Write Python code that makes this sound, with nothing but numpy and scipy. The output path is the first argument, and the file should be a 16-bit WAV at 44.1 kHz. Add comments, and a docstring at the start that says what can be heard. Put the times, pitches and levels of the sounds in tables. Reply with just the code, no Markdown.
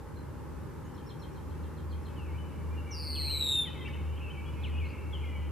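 """A garden with a bird bath. A distant engine drones and swells under a steady wash of outdoor air.
Songbirds warble and chip in the trees further off, and the garden echoes them.
On the bath a blackbird gives one loud whistle: its syrinx slides down in pitch while a fast flutter
makes it buzz, then the flutter stops and it ends on a pure note. Faint dabbles follow as it drinks."""
import sys
import numpy as np
from scipy import signal
from scipy.fft import rfft, irfft
from scipy.io import wavfile

SR = 44100
rng = np.random.default_rng(int(sys.argv[2]) if len(sys.argv) > 2 else 0)


def unload_wav(signal):
    """Save mono or channel-first audio to the path in sys.argv[1] as 16-bit WAV at rate SR, clipped to [-1, 1]."""
    wavfile.write(
        sys.argv[1],
        SR,
        np.round(np.clip(np.atleast_2d(signal).T, -1, 1) * 32767).astype(np.int16),
    )


N = 242991

TIME = np.arange(N) / SR
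FREQ = np.maximum(np.arange(N // 2 + 1) * SR / N, 1)
SIDES = np.array([[1], [-1]])  # left, right


def undb(db):
    """Decibels to gain."""
    return 10 ** (np.asarray(db) / 20)


def curves(table):
    """Each column of a time table, joined by straight lines."""
    s, *columns = np.transpose(table)
    return [np.interp(TIME, s, c) for c in columns]


def colour(points):
    """A (Hz, dB) table on the frequency grid."""
    hz, db = np.transpose(points)
    return np.interp(np.log(FREQ), np.log(hz), db)


def walk(rate):
    """Smooth random modulation with spread 1 that changes about rate times a second."""
    y = irfft(rfft(rng.standard_normal(N)) / (1 + (FREQ / rate) ** 4), N)
    return y / y.std()


def ramp(start_s, length_s):
    """A straight fade in from start_s; a negative length fades out to it."""
    return np.clip((TIME - start_s) / length_s, 0, 1)


def bump(s, width_s):
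    """A brief bell-shaped swell around time s."""
    return np.exp(-((TIME - s) / width_s) ** 2)


def delay(x, s):
    """The sound s seconds later."""
    return np.interp(TIME - s, TIME, x, left=0)


def add(track, s, sound):
    """Mix a short sound into a track at time s."""
    part = track[int(s * SR):][:len(sound)]
    part += sound[:len(part)]


def place(x, pan_db):
    """Put a sound to the left (+) or right (-)."""
    return x * undb(np.array([[pan_db], [-pan_db]]) / 2)


def garden(x, t60, build_s, side_db):
    """Stereo reverb: scatter from foliage and walls builds up, then dies away."""
    t = TIME[:SR * 3 // 2]
    tail = rng.standard_normal((2, len(t))) * undb(-60 * t / t60) * (1 - np.exp(-t / build_s))
    tail /= np.sqrt(np.sum(tail ** 2, axis=1, keepdims=True))
    mid, side = signal.fftconvolve(x[None], tail, axes=1)[:, :N]
    return mid + undb(side_db) * side * SIDES


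# the low body of the outdoor air: (frequency [Hz], relative level [dB])
AIR_BODY = [(15, -68), (25, -17), (43, -35), (51, -9), (61, -7), (80, -5), (103, -9.5), (155, -11),
            (182, -15), (207, -16.5), (360, -18), (583, -25), (697, -33.5), (834, -23.5), (1800, -36),
            (2340, -45), (3960, -120)]
# its hiss: (frequency [Hz], density [dB per Hz])
AIR_HISS = [(1800, -101.5), (2300, -101), (3000, -104), (4000, -107), (6000, -109), (10000, -110),
            (12800, -110.5), (15000, -116)]
# its stereo width: (frequency [Hz], side minus mid [dB])
AIR_WIDTH = [(30, -5), (70, -18), (150, -3), (300, -1), (600, -5.5), (1200, -7), (3000, -5), (8000, 0),
             (14000, -1)]


def air():
    """The bed of outdoor air: a low wash with two narrow notches, under a smooth hiss."""
    wash = undb(colour(AIR_BODY)) / np.sqrt(1 + (FREQ / 2300) ** 6)
    for notch_hz, width_hz in [(700, 60), (77, 14)]:
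        wash *= undb(-5 * np.exp(-((FREQ - notch_hz) / width_hz) ** 2))
    wash *= undb(-45.5) / np.sqrt(np.mean(wash ** 2 * (FREQ > 100)))  # set the level above 100 Hz
    hiss = undb(colour(AIR_HISS)) * np.sqrt(SR / 2)
    spectrum = np.hypot(wash, hiss)
    mid = irfft(rfft(rng.standard_normal(N)) * spectrum, N)
    side = irfft(rfft(rng.standard_normal(N)) * spectrum * undb(colour(AIR_WIDTH)), N)
    return place(mid + side * SIDES, pan_db=.3) * undb(.37 * walk(2.4))


# the engine's speed: (time [s], firing rate [Hz])
ENGINE_FIRING = [(0, 75.37), (2.4, 78.6), (4.1, 76.94), (4.85, 77.54), (5.51, 74.9)]
# its swells: (time [s], level [dB])
ENGINE_SWELLS = [(0.0, -62), (0.18, -43), (0.35, -49.5), (0.54, -43), (0.74, -51), (0.77, -42.5),
                 (0.97, -57.5), (1.67, -37.5), (1.73, -47.5), (1.95, -34), (2.1, -45.5), (2.33, -36.5),
                 (2.52, -41.5), (2.72, -34), (2.9, -41.5), (3.28, -34), (3.62, -48.5), (4.08, -34),
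                 (4.37, -41), (4.83, -31), (4.94, -46.5), (5.05, -36.5), (5.46, -34), (5.51, -34)]


def engine():
    """A distant drone: the engine's firing note swells and fades over a faint, steadier octave."""
    hz = curves(ENGINE_FIRING)[0] + .497 * walk(4.45)
    phase = 2 * np.pi * np.cumsum(hz) / SR
    level_db = curves(ENGINE_SWELLS)[0] + .5 * walk(9.3)
    firing = np.sin(phase + .5 * SIDES) * undb(level_db)  # the phase offset widens it
    octave = np.sin(2 * phase) * undb(-56 + 2.3 * walk(3.7))
    return place(np.sqrt(2) * (firing + octave), pan_db=1)


def chirp(hz, db):
    """A pure note on a pitch contour, swelling and fading."""
    swell = np.abs(np.sin(np.linspace(0, np.pi, len(hz)))) ** .6
    return undb(db + 5.5) * swell * np.sin(2 * np.pi * np.cumsum(hz) / SR)


def sing(notes, bend=2.6, db_per_octave=22.5):
    """Notes that each slur between two pitches, steepest and loudest at the high end."""
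    song = np.zeros(N)
    for s, length, from_hz, to_hz, db in notes:
        height = np.linspace(from_hz > to_hz, from_hz <= to_hz, int(length * SR)) ** bend
        hz = min(from_hz, to_hz) + abs(to_hz - from_hz) * height
        add(song, s, chirp(hz, db + db_per_octave * np.log2(hz / hz.mean())))
    return song


# how the furthest birds rise in the mix: (time [s], level [dB])
CHORUS_FADER = [(0, -77.5), (2.0, -70.5), (2.7, -66.5), (3.3, -54.5), (4.2, -60), (4.5, -56), (5.5, -59.5)]


def chorus():
    """Many far birds, fully wet: their notes arrive only as scatter."""
    notes = []
    for when, length, pitch, start, end in rng.random((140, 5)):
        from_hz, to_hz = 2150 + 850 * pitch + 350 * (np.array([start, end]) - .5)
        notes.append((when * TIME[-1], .0313 + .0586 * length, from_hz, to_hz, 0))
    wash = garden(sing(notes), t60=.79, build_s=.018, side_db=-15.5)
    return wash / wash.std() * undb(curves(CHORUS_FADER)[0])


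# a small bird's thin calls: (time [s], length [s], from [Hz], to [Hz], relative level [dB])
THIN_PIPS = [(.16, 0.038, 4210, 4070, -70), (.84, 0.032, 6600, 6900, -77), (.942, .018, 5300, 5600, -73),
             (1.06, 0.034, 5420, 5470, -65), (1.19, .028, 5660, 5400, -68), (1.32, 0.027, 5650, 5500, -80),
             (1.89, .06, 4900, 4250, -75), (2.02, .027, 5800, 5100, -80)]
# its run of chips: (time [s], relative level [dB])
CHIP_CUES = [(0.961, -70), (1.086, -65.5), (1.215, -63.5), (1.352, -73), (1.492, -74), (1.625, -73),
             (1.766, -72), (1.906, -68), (2.048, -67)]
# one chip holds, drops and levels out: (time into the chip [s], pitch [Hz])
CHIP_PITCH = [(0, 4120), (0.013, 4194), (.021, 3250), (.04, 3050)]


def small_bird():
    """Thin pips and a run of falling chips, blurred by the bush they come from."""
    song = sing(THIN_PIPS)
    s, hz = np.transpose(CHIP_PITCH)
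    contour = np.interp(np.arange(0, s[-1], 1 / SR), s, hz)
    for start, db in CHIP_CUES:
        add(song, start, chirp(contour, db))
    song *= undb(2.5 * walk(150))  # a fast flicker roughens the notes
    bush = undb(-1) * garden(song, t60=.2, build_s=.005, side_db=-8)
    return undb(1.3) * (song + bush)


# a phrase from the trees: (time into it [s], length [s], from [Hz], to [Hz], relative level [dB])
TREE_PHRASE = [(0, .07, 2860, 2737, -56), (.098, .066, 2346, 2285, -52), (.388, 0.088, 3700, 1880, -53.5),
               (.474, 0.087, 2394, 3293, -51.5), (.555, 0.065, 2586, 2170, -53.5),
               (.879, .056, 3540, 3010, -47.5), (.981, 0.04, 2480, 2100, -53),
               (1.015, 0.083, 2200, 2004, -59.5), (1.079, 0.073, 2404, 2245, -51.5)]
# each time it is sung: (time [s], gain [dB])
PHRASE_CUES = [(2.763, -3.5), (4.245, -4.5)]
# single slurs from neighbours: (time [s], length [s], from [Hz], to [Hz], relative level [dB])
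STRAY_SLURS = [(2.16, 0.12, 3180, 2580, -63), (2.255, 0.088, 2520, 2120, -66),
               (2.325, .06, 2240, 2950, -62.5), (2.375, 0.051, 3020, 2980, -59.5),
               (2.695, 0.083, 2350, 2500, -65.5), (2.736, 0.023, 2500, 1960, -67),
               (2.915, 0.079, 2790, 2755, -63.5), (3.02, 0.14, 2280, 2063, -66.5),
               (3.555, 0.044, 3080, 2610, -53.5), (3.646, 0.048, 2540, 1900, -56.5),
               (3.801, 0.041, 3260, 3140, -58), (3.845, 0.0398, 2666, 3120, -52),
               (3.881, .013, 2030, 1740, -54), (3.927, 0.028, 2950, 3090, -54),
               (4.164, 0.031, 3140, 3380, -62.5), (4.188, .035, 2400, 2900, -64),
               (4.22, .09, 2930, 2560, -55.5), (4.299, 0.024, 3000, 3200, -52),
               (4.454, 0.054, 3280, 3460, -63.5), (4.838, .022, 2550, 2980, -56),
               (4.9, 0.0305, 2900, 2450, -59.5)]


def songbirds():
    """A repeated phrase and stray slurs from the trees, broken up by leaves, with a long tail."""
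    phrase = sing(TREE_PHRASE)
    song = sing(STRAY_SLURS) + sum(undb(db) * delay(phrase, s) for s, db in PHRASE_CUES)
    song *= undb(1.5 + 3 * walk(53))
    leaves = undb(-8) * garden(song, t60=.17, build_s=.006, side_db=-10)
    tail = undb(-6.5) * garden(song, t60=1, build_s=.04, side_db=-12)
    return place(song + leaves + tail, pan_db=2.5)


# ticks and dabbles at the bath: (time [s], length [s], centre [Hz], width [Hz], relative level [dB])
BATH_DABBLES = [(3.874, 0.025, 5000, 1210, -68), (4.608, 0.1, 3940, 600, -67.5),
                (4.838, 0.067, 4170, 500, -67.5), (4.876, 0.062, 4560, 900, -70.5)]


def dabbles():
    """Soft bursts of narrow-band noise as the blackbird bends to drink."""
    track = np.zeros(N)
    for s, length, hz, width_hz, db in BATH_DABBLES:
        t = TIME[:int(length * SR)]
        grain = walk(width_hz / 2)[:len(t)] * np.sin(2 * np.pi * hz * t)
        add(track, s, 2 * undb(db) * grain * np.sin(np.pi * t / length))
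    return place(track, pan_db=2)


WHISTLE_START_S, WHISTLE_END_S = 2.905, 3.614


def settle(first, last, time_s):
    """A value that relaxes from first to last once the whistle starts."""
    return last + (first - last) * np.exp(-np.maximum(TIME - WHISTLE_START_S, 0) / time_s)


# the whistle's downward slide: (time [s], pitch [Hz])
WHISTLE_SLIDE = [(2.905, 4885), (3.16, 4410), (3.225, 4240), (3.27, 4250), (3.42, 3910), (3.566, 3665),
                 (3.605, 3610), (3.635, 3530)]


def syrinx(attack_s=.013, release_s=.024):
    """A sliding whistle whose flutter swings the pitch and pulses the airflow; gives core, overtones."""
    age = np.clip(TIME, WHISTLE_START_S, WHISTLE_END_S) - WHISTLE_START_S
    gate = ramp(WHISTLE_START_S, attack_s) * np.exp(-np.maximum(TIME - WHISTLE_END_S, 0) / release_s)
    effort = np.sqrt(2) * gate * undb(-47 + 26.5 * age)  # the bird pushes harder all through the note
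    slide_hz = curves(WHISTLE_SLIDE)[0] + settle(1424, 0, time_s=.032)  # it starts sharp
    # the flutter sets in after the attack and stops short of the end, leaving a pure tone
    buzz = ramp(2.919, .016) * ramp(3.566, -.016)
    # it starts fast and wide, then settles
    flutter_hz = settle(168.8, 135.8, time_s=.22) * (1 + .015 * walk(50))
    swing_hz = buzz * settle(480, 70, time_s=.18)
    flutter = 2 * np.pi * np.cumsum(flutter_hz) / SR
    # the pitch rests low and flicks upward once a cycle, never twice alike
    flick = np.sin(flutter) - .3 * np.cos(2 * flutter)
    flick = flick * (1 + .2 * walk(90)) + .16 * walk(350)
    pitch_hz = slide_hz + swing_hz * flick + 4 * walk(60)
    phase = 2 * np.pi * np.cumsum(pitch_hz) / SR
    # the airflow dips with each flick
    depth = .58 * buzz
    flow = (1 - depth * np.sin(flutter + 1.23)) / np.sqrt(1 + depth ** 2 / 2)
    flow *= undb(2.9 * depth * walk(76))
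    # the core of the note catches once, then bursts back
    catch_s, rebound_s, width_s = 3.39, .038, .0069
    catch = undb(-12.5 * bump(catch_s, width_s) + 5.5 * bump(catch_s + rebound_s, width_s))
    core = catch * flow * np.sin(phase)
    # the overtones swing wider and rasp; the second rises with the flutter, the upper two with effort
    rasp = depth * (.2 * walk(500) - .75 * np.cos(flutter))
    second_db = np.interp(buzz, [0, 1], [-29, -18.5])
    third_db = -23 + age
    overtones = sum(undb(db) * np.sin(k * (phase + rasp)) * (k * slide_hz < .4 * SR)
                    for k, db in enumerate([second_db, third_db, third_db - 11.5], 2))
    late_onset = gate * undb(settle(-23, 0, time_s=.029))  # they speak later than the core
    return effort * core, effort * overtones * flow ** .44 * late_onset


# early reflections of the whistle: (delay [s], level [dB])
EARLY_REFLECTIONS = [(.0046, -19), (.0173, -18), (.0335, -17), (.052, -21)]


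def blackbird():
    """The whistle up close, thrown back by the bath, the grass, the bushes and the trees."""
    core, overtones = syrinx()
    voice = core + overtones
    early = sum(undb(db) * delay(voice, s) for s, db in EARLY_REFLECTIONS)
    # the beak beams the overtones away, so more of them arrive by way of the basin and the grass
    grass = undb(1) * garden(overtones, t60=.13, build_s=.0059, side_db=-5.5)
    bushes = undb(-13) * garden(voice, t60=.26, build_s=.01, side_db=-6)
    trees = undb(-21) * garden(voice, t60=.95, build_s=.04, side_db=-8)
    return place(voice + early + grass + bushes + trees, pan_db=1)


def scene():
    """The mix: the blackbird in front, other birds behind it, engine and air underneath."""
    return blackbird() + dabbles() + songbirds() + small_bird() + chorus() + engine() + air()


def record(dry):
    """A steep low-pass takes off the very top."""
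    top_hz = 15100
    return signal.sosfilt(signal.ellip(10, .2, 80, top_hz, fs=SR, output="sos"), dry)


dry = scene()
out = record(dry)
unload_wav(out)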